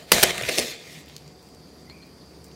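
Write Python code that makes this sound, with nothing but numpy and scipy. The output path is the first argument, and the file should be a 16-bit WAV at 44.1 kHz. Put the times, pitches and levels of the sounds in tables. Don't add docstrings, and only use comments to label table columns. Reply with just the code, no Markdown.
import sys
import numpy as np
from scipy import signal
from scipy.fft import rfft, irfft
from scipy.io import wavfile
from scipy.ndimage import uniform_filter1d, map_coordinates

SR = 44100
rng = np.random.default_rng(int(sys.argv[2]) if len(sys.argv) > 2 else 0)


def unload_wav(signal):
    wavfile.write(
        sys.argv[1],
        SR,
        np.round(np.clip(np.atleast_2d(signal).T, -1, 1) * 32767).astype(np.int16),
    )


N = 112454
T = np.arange(N) / SR

# time in seconds, level in dB.
GRIT_ENVELOPE = [(0, -48.5), (.03, -55.5), (.07, -59), (.115, -45), (.128, -22.5), (.16, -19.5),
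                 (.22, -25.5), (.255, -25.5), (.30, -24), (.325, -33), (.36, -30.5), (.40, -33.5),
                 (.47, -33), (.505, -31), (.54, -28.5), (.572, -30.5), (.615, -26.5), (.66, -33),
                 (.715, -36), (.765, -45), (.84, -48), (.96, -44.5), (1.02, -54.5), (1.09, -54), (1.2, -61),
                 (1.28, -58), (1.34, -66)]
FIZZ_ENVELOPE = [(0, -57.5), (.06, -61), (.115, -52.5), (.128, -15), (.16, -27), (.22, -25.5), (.26, -31.5),
                 (.30, -33.5), (.325, -39), (.41, -42), (.47, -36.5), (.53, -34), (.575, -33.5), (.61, -34),
                 (.66, -36), (.715, -40.5), (.77, -58), (.83, -54.5), (.93, -50), (.99, -51.5), (1.04, -63),
                 (1.14, -58.5), (1.3, -63.5)]
RUB_ENVELOPE = [(0, -54), (.115, -57), (.128, -21.5), (.19, -27), (.22, -35), (.255, -30), (.30, -31.5),
                (.335, -38.5), (.39, -36), (.43, -40), (.47, -42), (.505, -31.5), (.56, -40.5),
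                (.59, -33.5), (.645, -35.5), (.71, -44), (.78, -53), (1.0, -55), (1.2, -60)]
# frequency in Hz, relative level in dB.
GRIT_DIG_SPECTRUM = [(300, -22), (900, -8), (1200, -9), (1400, -11), (1850, 0), (2400, 0.5), (2900, -4.5),
                     (3500, -3.5), (4400, -6), (5300, -21), (7500, -12), (15000, -45.5)]
GRIT_FLAT_SPECTRUM = [(300, -34), (900, -15), (1200, -12.5), (1450, -16.5), (1900, -1.5), (2500, -0.5),
                      (3000, -7), (3600, -3), (4400, -6), (5200, -13), (7500, -12.5), (15000, -52)]
RUB_DIG_SPECTRUM = [(30, -6), (70, -9.5), (150, 2.5), (300, -6), (480, -1.5), (700, 5.5), (800, -10),
                    (900, -28), (1300, -15.5), (4000, -61)]
RUB_FLAT_SPECTRUM = [(30, -19), (140, -12), (245, 5.5), (310, 4), (460, 5.5), (640, 2), (790, -3),
                     (900, -20.5), (1300, -23), (4000, -62)]
FIZZ_SPECTRUM = [(1000, -56.5), (3500, -8.5), (5300, -1), (6300, -3), (7400, -8.5), (9300, -5.5),
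                 (10500, -8), (12500, -8), (15500, -14)]


def grinding(turn_mid_s=0.45, turn_length_s=0.091):
    coarse, fine = grains(per_s=6500), grains(per_s=12000)
    flat = np.clip((T - turn_mid_s) / turn_length_s + .5, 0, 1)
    digging = 1 - flat
    cracks = amp(-8.5) * unit(grains(per_s=760, spread_db=2.2)) * digging
    grit = digging * colour(unit(coarse) + cracks, GRIT_DIG_SPECTRUM)
    grit += flat * colour(coarse, GRIT_FLAT_SPECTRUM)
    fizz = colour(unit(coarse + fine) + cracks, FIZZ_SPECTRUM)
    rub = digging * colour(coarse, RUB_DIG_SPECTRUM) + flat * colour(coarse, RUB_FLAT_SPECTRUM)
    scrape = grit * envelope(GRIT_ENVELOPE) + fizz * envelope(FIZZ_ENVELOPE)
    return pockets(scrape) + rub * envelope(RUB_ENVELOPE)


def grains(per_s, spread_db=2.5):
    impulses = (rng.random(N) < per_s / SR) * rng.choice([-1., 1.], N)
    return impulses * amp(spread_db * np.minimum(rng.exponential(1, N), 5))


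def pockets(x, depth_db=2, patch_hz=326, patch_s=0.039):
    frames = dict(nperseg=512, noverlap=384)
    hz, _, spectra = signal.stft(x, SR, **frames)
    times = np.linspace(0, N / SR, spectra.shape[1])
    grid = np.meshgrid(hz / patch_hz, times / patch_s, indexing="ij")
    patches = map_coordinates(rng.standard_normal((1024, 1024)), grid, order=1, mode="wrap")
    gain = unit(amp(depth_db * unit(patches)))
    return signal.istft(spectra * gain, **frames)[1][:N]


# start in seconds, hold in seconds, click level in dB, thud level in dB.
KNOCK_HITS = [(.1180, 0.006, -2, -15), (0.2281, 0.0017, -6.5, -29), (0.231, 0.0037, -3, -14.5),
              (0.2369, 0.0016, -2, -19.5)]
# frequency in Hz, relative level in dB.
KNOCK_SPECTRUM = [(35, -39), (60, -8.5), (509, -3.5), (1070, -3.5), (1700, -2), (3150, -1.5), (3670, -4.5),
                  (4630, -3.5), (5500, -2), (6560, -8.5), (9300, -4), (10400, -9.5), (11700, -6.5),
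                  (15500, -9.5)]


def knocks():
    out = np.zeros(N)
    for start_s, hold_s, click_db, thud_db in KNOCK_HITS:
        add(out, start_s, amp(click_db) * burst(KNOCK_SPECTRUM, hold_s, fall_s=0.00072))
        add(out, start_s, amp(thud_db) * thud())
    return out


# start in seconds, hold in seconds, grit, fizz and thud levels in dB.
CLUMP_BREAKS = [(.129, 0.0042, -33, -20, -38), (0.164, 0.00069, -27, -22, -35),
                (0.182, 0.0014, -18, -22, -24), (0.197, 0.0011, -20, -27, -45),
                (.2405, .004, -22, -22, -19.5), (0.2716, 0.00076, -27, -29.5, -39),
                (0.294, 0.0012, -25, -33, -50), (0.306, 0.0027, -20.5, -24, -26.5),
                (0.3794, 0.0023, -23.5, -26.5, -58), (0.41, 0.0038, -28.5, -37, -30),
                (.423, .001, -30.5, -25.5, -56), (0.4336, 0.0043, -23.5, -40, -31),
                (.449, 0.0036, -28, -35, -48), (.484, .0029, -23, -44, -44),
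                (0.4882, 0.0029, -18.5, -24.5, -22.5), (0.4931, 0.0019, -17, -20, -22.5),
                (0.5781, 0.0021, -24, -21, -26.5), (0.584, 0.0012, -15, -11.5, -20),
                (.591, 0.00069, -29, -13, -19), (.597, 0.0022, -27, -17.5, -30)]
# frequency in Hz, relative level in dB.
CLUMP_GRIT_SPECTRUM = [(300, -44), (900, -20.5), (1500, -7.5), (2100, 1), (2600, 0.5), (3100, -8.5),
                       (4000, -6.5), (5000, -39), (15000, -30.5)]
CLUMP_FIZZ_SPECTRUM = [(500, -59.5), (2500, -8), (4000, 1), (6000, 2), (7500, -8.5), (9300, 0),
                       (12000, -13.5), (15500, -19)]


def crunches(fall_s=0.0014):
    out = np.zeros(N)
    for start_s, hold_s, grit_db, fizz_db, thud_db in CLUMP_BREAKS:
        add(out, start_s, amp(grit_db) * burst(CLUMP_GRIT_SPECTRUM, hold_s, fall_s))
        add(out, start_s, amp(fizz_db) * burst(CLUMP_FIZZ_SPECTRUM, hold_s, fall_s))
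        add(out, start_s, amp(thud_db) * thud())
    return out


# nominal frequency in Hz, relative level in dB.
THUD_MODES = [(340, -4.5), (430, -2), (525, 2.5), (700, -3)]


def thud(rise_s=0.00064, fall_s=0.0063, detune=0.016):
    t = T[:4096]
    shape = (1 - np.exp(-t / rise_s)) * np.exp(-t / fall_s)
    tones = np.zeros(len(t))
    for hz, db in THUD_MODES:
        detuned_hz = hz * (1 + detune * rng.uniform(-0.61, 1))
        tones += amp(db) * np.sin(2 * np.pi * (detuned_hz * t + rng.random()))
    return unit(tones * shape) * rms(shape) / shape.max()


# frequency in Hz, relative level in dB, T60 in seconds.
BOWL_MODES = [(243, -3, .5), (366, -2, .35), (464, -5, .35), (490, -6, .3), (661, -3, .25), (688, -2.5, .3),
              (780, -7, .3), (1200, -5, .06), (1500, -2, .06), (1750, -4, .22), (1845, 1, .3),
              (2038, -5, .25), (2133, -3, .25), (2700, -5, .25), (3088, -1, .3), (3170, 3, .3),
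              (3623, -7, .3), (3900, -7, .3), (4140, -5, .25), (4450, -4, .25), (4550, 1, .25),
              (5185, -4, .25), (5343, -4, .25)]
LOW_MODES_HZ = (243, 464, 780)


def bowl(x, ring_db=0.5):
    t = T[:SR // 2]
    ring = np.zeros(len(t))
    for hz, db, t60_s in BOWL_MODES:
        unity_peak = 2 * np.log(1000) / (t60_s * SR)
        ring += unity_peak * amp(db - 60 * t / t60_s) * np.cos(2 * np.pi * hz * t)
    return x + amp(ring_db) * signal.fftconvolve(x, ring)[:N]


def low_ring(start_s=0.5886, gain_db=-28):
    t = np.maximum(T - start_s, 0)
    return sum(amp(gain_db + db - 60 * t / t60_s) * np.sin(2 * np.pi * hz * t)
               for hz, db, t60_s in BOWL_MODES if hz in LOW_MODES_HZ)


# start in seconds, level in dB, tilt in dB per octave.
TICK_HITS = [(1.0595, -47, 6), (1.082, -38, -7.5), (1.088, -42.5, 8), (1.0975, -37, -9), (1.1645, -30, -1),
             (1.18, -42, -2), (1.278, -44.5, -2), (1.428, -50.5, 6.5), (1.489, -53, 5), (1.5478, -47, 3),
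             (1.898, -38, -9), (2.027, -55, -11), (2.066, -45.5, 17), (2.443, -41, 6), (2.466, -50.5, 9),
             (2.483, -49, 10), (2.515, -49, -4)]
# frequency in Hz, relative level in dB.
TICK_SPECTRUM = [(20, -80), (300, -11), (1500, -15.5), (3000, 3), (4500, 1.5), (7000, -1), (11000, -7.5),
                 (15500, -9)]


def ticks():
    out = np.zeros(N)
    for start_s, db, tilt in TICK_HITS:
        tick = burst(TICK_SPECTRUM, hold_s=0.00037, fall_s=0.0017, db_per_octave=tilt)
        add(out, start_s, amp(db) * tick)
    return highpass(out, hz=500)


# start in seconds, length in seconds, level in dB.
TRICKLE_RUNS = [(1.40, .17, -64), (2.048, .04, -67.5), (2.432, 0.039, -55)]
# frequency in Hz, relative level in dB.
TRICKLE_SPECTRUM = [(1000, -38), (4000, -9), (8000, 8), (11000, -8), (15500, -1)]


def trickles():
    return sum(swell(*run) for run in TRICKLE_RUNS) * colour(grains(per_s=1100), TRICKLE_SPECTRUM)


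# start in seconds, length in seconds, centre frequency in Hz, level in dB.
TABLE_BUMPS = [(0.124, 0.035, 59.5, -34), (0.135, 0.027, 168.6, -40), (0.219, 0.03, 69.6, -49),
               (0.412, 0.048, 135, -34.5), (0.457, 0.047, 74.2, -39.5), (0.598, 0.045, 65, -47),
               (0.92, 0.098, 142.6, -50), (1.115, 0.098, 150, -46.5), (1.235, 0.063, 150, -49.5)]


def bumps(wander_hz=11):
    out = np.zeros(N)
    for start_s, length_s, hz, db in TABLE_BUMPS:
        pitch_hz = hz + wander_hz * fuzzy_tone(np.zeros(N), width_hz=22)
        tone = np.sqrt(2) * np.sin(2 * np.pi * np.cumsum(pitch_hz) / SR)
        out += swell(start_s, length_s, db) * tone
    return out


# time in seconds, pitch in Hz, level in dB.
WHISTLE_CONTOUR = [(1.865, 1900, -64), (1.891, 2100, -60), (1.92, 2280, -55.5), (1.949, 2437, -55),
                   (1.99, 2360, -57), (2.03, 2390, -64), (2.07, 2460, -65.5), (2.12, 2480, -77)]
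# start in seconds, length in seconds, centre pitch in Hz, level in dB.
WHISTLE_CHIRPS = [(1.889, 0.033, 4270, -48), (2.018, .022, 4270, -47.5), (2.209, .016, 4340, -55)]


def whistles(width_hz=190, chirp_rise_hz_per_s=3000):
    times, pitches_hz, levels_db = np.transpose(WHISTLE_CONTOUR)
    out = fuzzy_tone(np.interp(T, times, pitches_hz), width_hz)
    out *= amp(np.interp(T, times, levels_db, left=-120, right=-120))
    for start_s, length_s, hz, db in WHISTLE_CHIRPS:
        t = np.arange(0, length_s, 1 / SR)
        tone = fuzzy_tone(hz + chirp_rise_hz_per_s * (t - length_s / 2), width_hz)
        rubbing = amp(-10) * noise(len(t), GRIT_DIG_SPECTRUM)
        add(out, start_s, amp(db) * np.sin(np.pi * t / length_s) * (tone + rubbing))
    return out


def room(x, tail_db=-18.5, rise_s=0.0032, t60_s=0.22):
    t = T[:SR // 2]
    tail = noise(len(t), [(100, 6), (3000, -1), (8000, 0.5), (15000, -18)])
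    tail *= np.minimum(t / rise_s, 1) * amp(-60 * t / t60_s)
    return x + amp(tail_db) * signal.fftconvolve(x, tail / np.linalg.norm(tail))[:N]


# frequency in Hz, relative level in dB.
AIR_SPECTRUM = [(25, -42), (55, -9), (77, 0), (104, -9), (152, 2), (221, -3), (389, -5.5), (421, -7.5),
                (457, -14.5), (537, -11), (741, -15.5), (997, -16), (3930, -36), (4750, -21.5), (5580, -28),
                (15500, -60)]
HISS_SPECTRUM = [(3000, -38), (4150, -18), (4350, -2.5), (4750, 4), (4970, 2), (5080, -18), (7000, -38)]
# frequency in Hz, level in dB.
HUM_TONES = [(72, -61.5), (150.7, -58.5), (267, -65.5), (301.5, -73), (395, -69), (454, -61.5),
             (511, -70.5), (732, -66)]


def background(air_db=-50, hiss_db=-60.5):
    air = amp(air_db) * noise(N, AIR_SPECTRUM)
    hum = sum(amp(db) * fuzzy_tone(np.full(N, hz), width_hz=2.3) for hz, db in HUM_TONES)
    hiss = noise(N, HISS_SPECTRUM)
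    waver_db = 0.5 * fuzzy_tone(np.zeros(N), width_hz=8.7)
    return air + hum + hiss * amp(hiss_db + waver_db)


def amp(db):
    return 10 ** (np.asarray(db) / 20)


def rms(x):
    return np.sqrt(np.mean(x ** 2) + 1e-20)


def unit(x):
    return x / rms(x)


def envelope(points):
    return amp(np.interp(T, *np.transpose(points)))


def swell(start_s, length_s, db):
    return amp(db) * np.sin(np.pi * np.clip((T - start_s) / length_s, 0, 1))


def add(mix, start_s, sound):
    part = mix[max(round(start_s * SR), 0):][:len(sound)]
    part += sound[:len(part)]


def highpass(x, hz):
    return signal.sosfilt(signal.butter(2, hz, "highpass", fs=SR, output="sos"), x)


def colour(x, spectrum, db_per_octave=0):
    octave = np.log2(np.fft.rfftfreq(len(x), 1 / SR) + 1)
    hz, db = np.transpose(spectrum)
    gain_db = np.interp(octave, np.log2(hz), db) + db_per_octave * octave
    return unit(irfft(rfft(x) * amp(gain_db), len(x)))


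def noise(samples, spectrum, db_per_octave=0):
    return colour(rng.standard_normal(samples), spectrum, db_per_octave)


def fuzzy_tone(pitch_hz, width_hz):
    samples = len(pitch_hz)
    white = rng.standard_normal(samples) + 1j * rng.standard_normal(samples)
    band = np.exp(-2 * (np.fft.fftfreq(samples, 1 / SR) / width_hz) ** 2)
    wander = np.fft.ifft(np.fft.fft(white) * band)
    carrier = np.exp(2j * np.pi * np.cumsum(pitch_hz) / SR)
    return unit((wander * carrier).real)


def burst(spectrum, hold_s, fall_s, db_per_octave=0):
    t = T[:2048]
    shape = np.exp(-np.maximum(t - hold_s, 0) / fall_s)
    return unit(noise(len(t), spectrum, db_per_octave) * shape) * rms(shape)


def scene():
    scoop = bowl(grinding() + knocks() + crunches())
    in_room = room(scoop + ticks() + whistles())
    return (in_room + low_ring() + trickles() + bumps() + background())[None]


def record(dry):
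    threshold_db, duck_db_per_db, release_db_per_s = -35, 0.12, 25
    ceiling, cutoff_hz = 1.9, 15850
    dry = highpass(dry, hz=31)
    power_db = 10 * np.log10(abs(uniform_filter1d(dry[0] ** 2, size=300)) + 1e-12)
    release_db = T * release_db_per_s
    held_db = np.maximum.accumulate(power_db + release_db) - release_db
    ducked = dry * amp(-duck_db_per_db * np.maximum(held_db - threshold_db, 0))
    saturated = ceiling * np.tanh(ducked / ceiling)
    lowpass = signal.firwin(511, cutoff_hz, window=("kaiser", 8), fs=SR)
    return signal.oaconvolve(saturated, lowpass[None], "same")


dry = scene()
out = record(dry)
unload_wav(out)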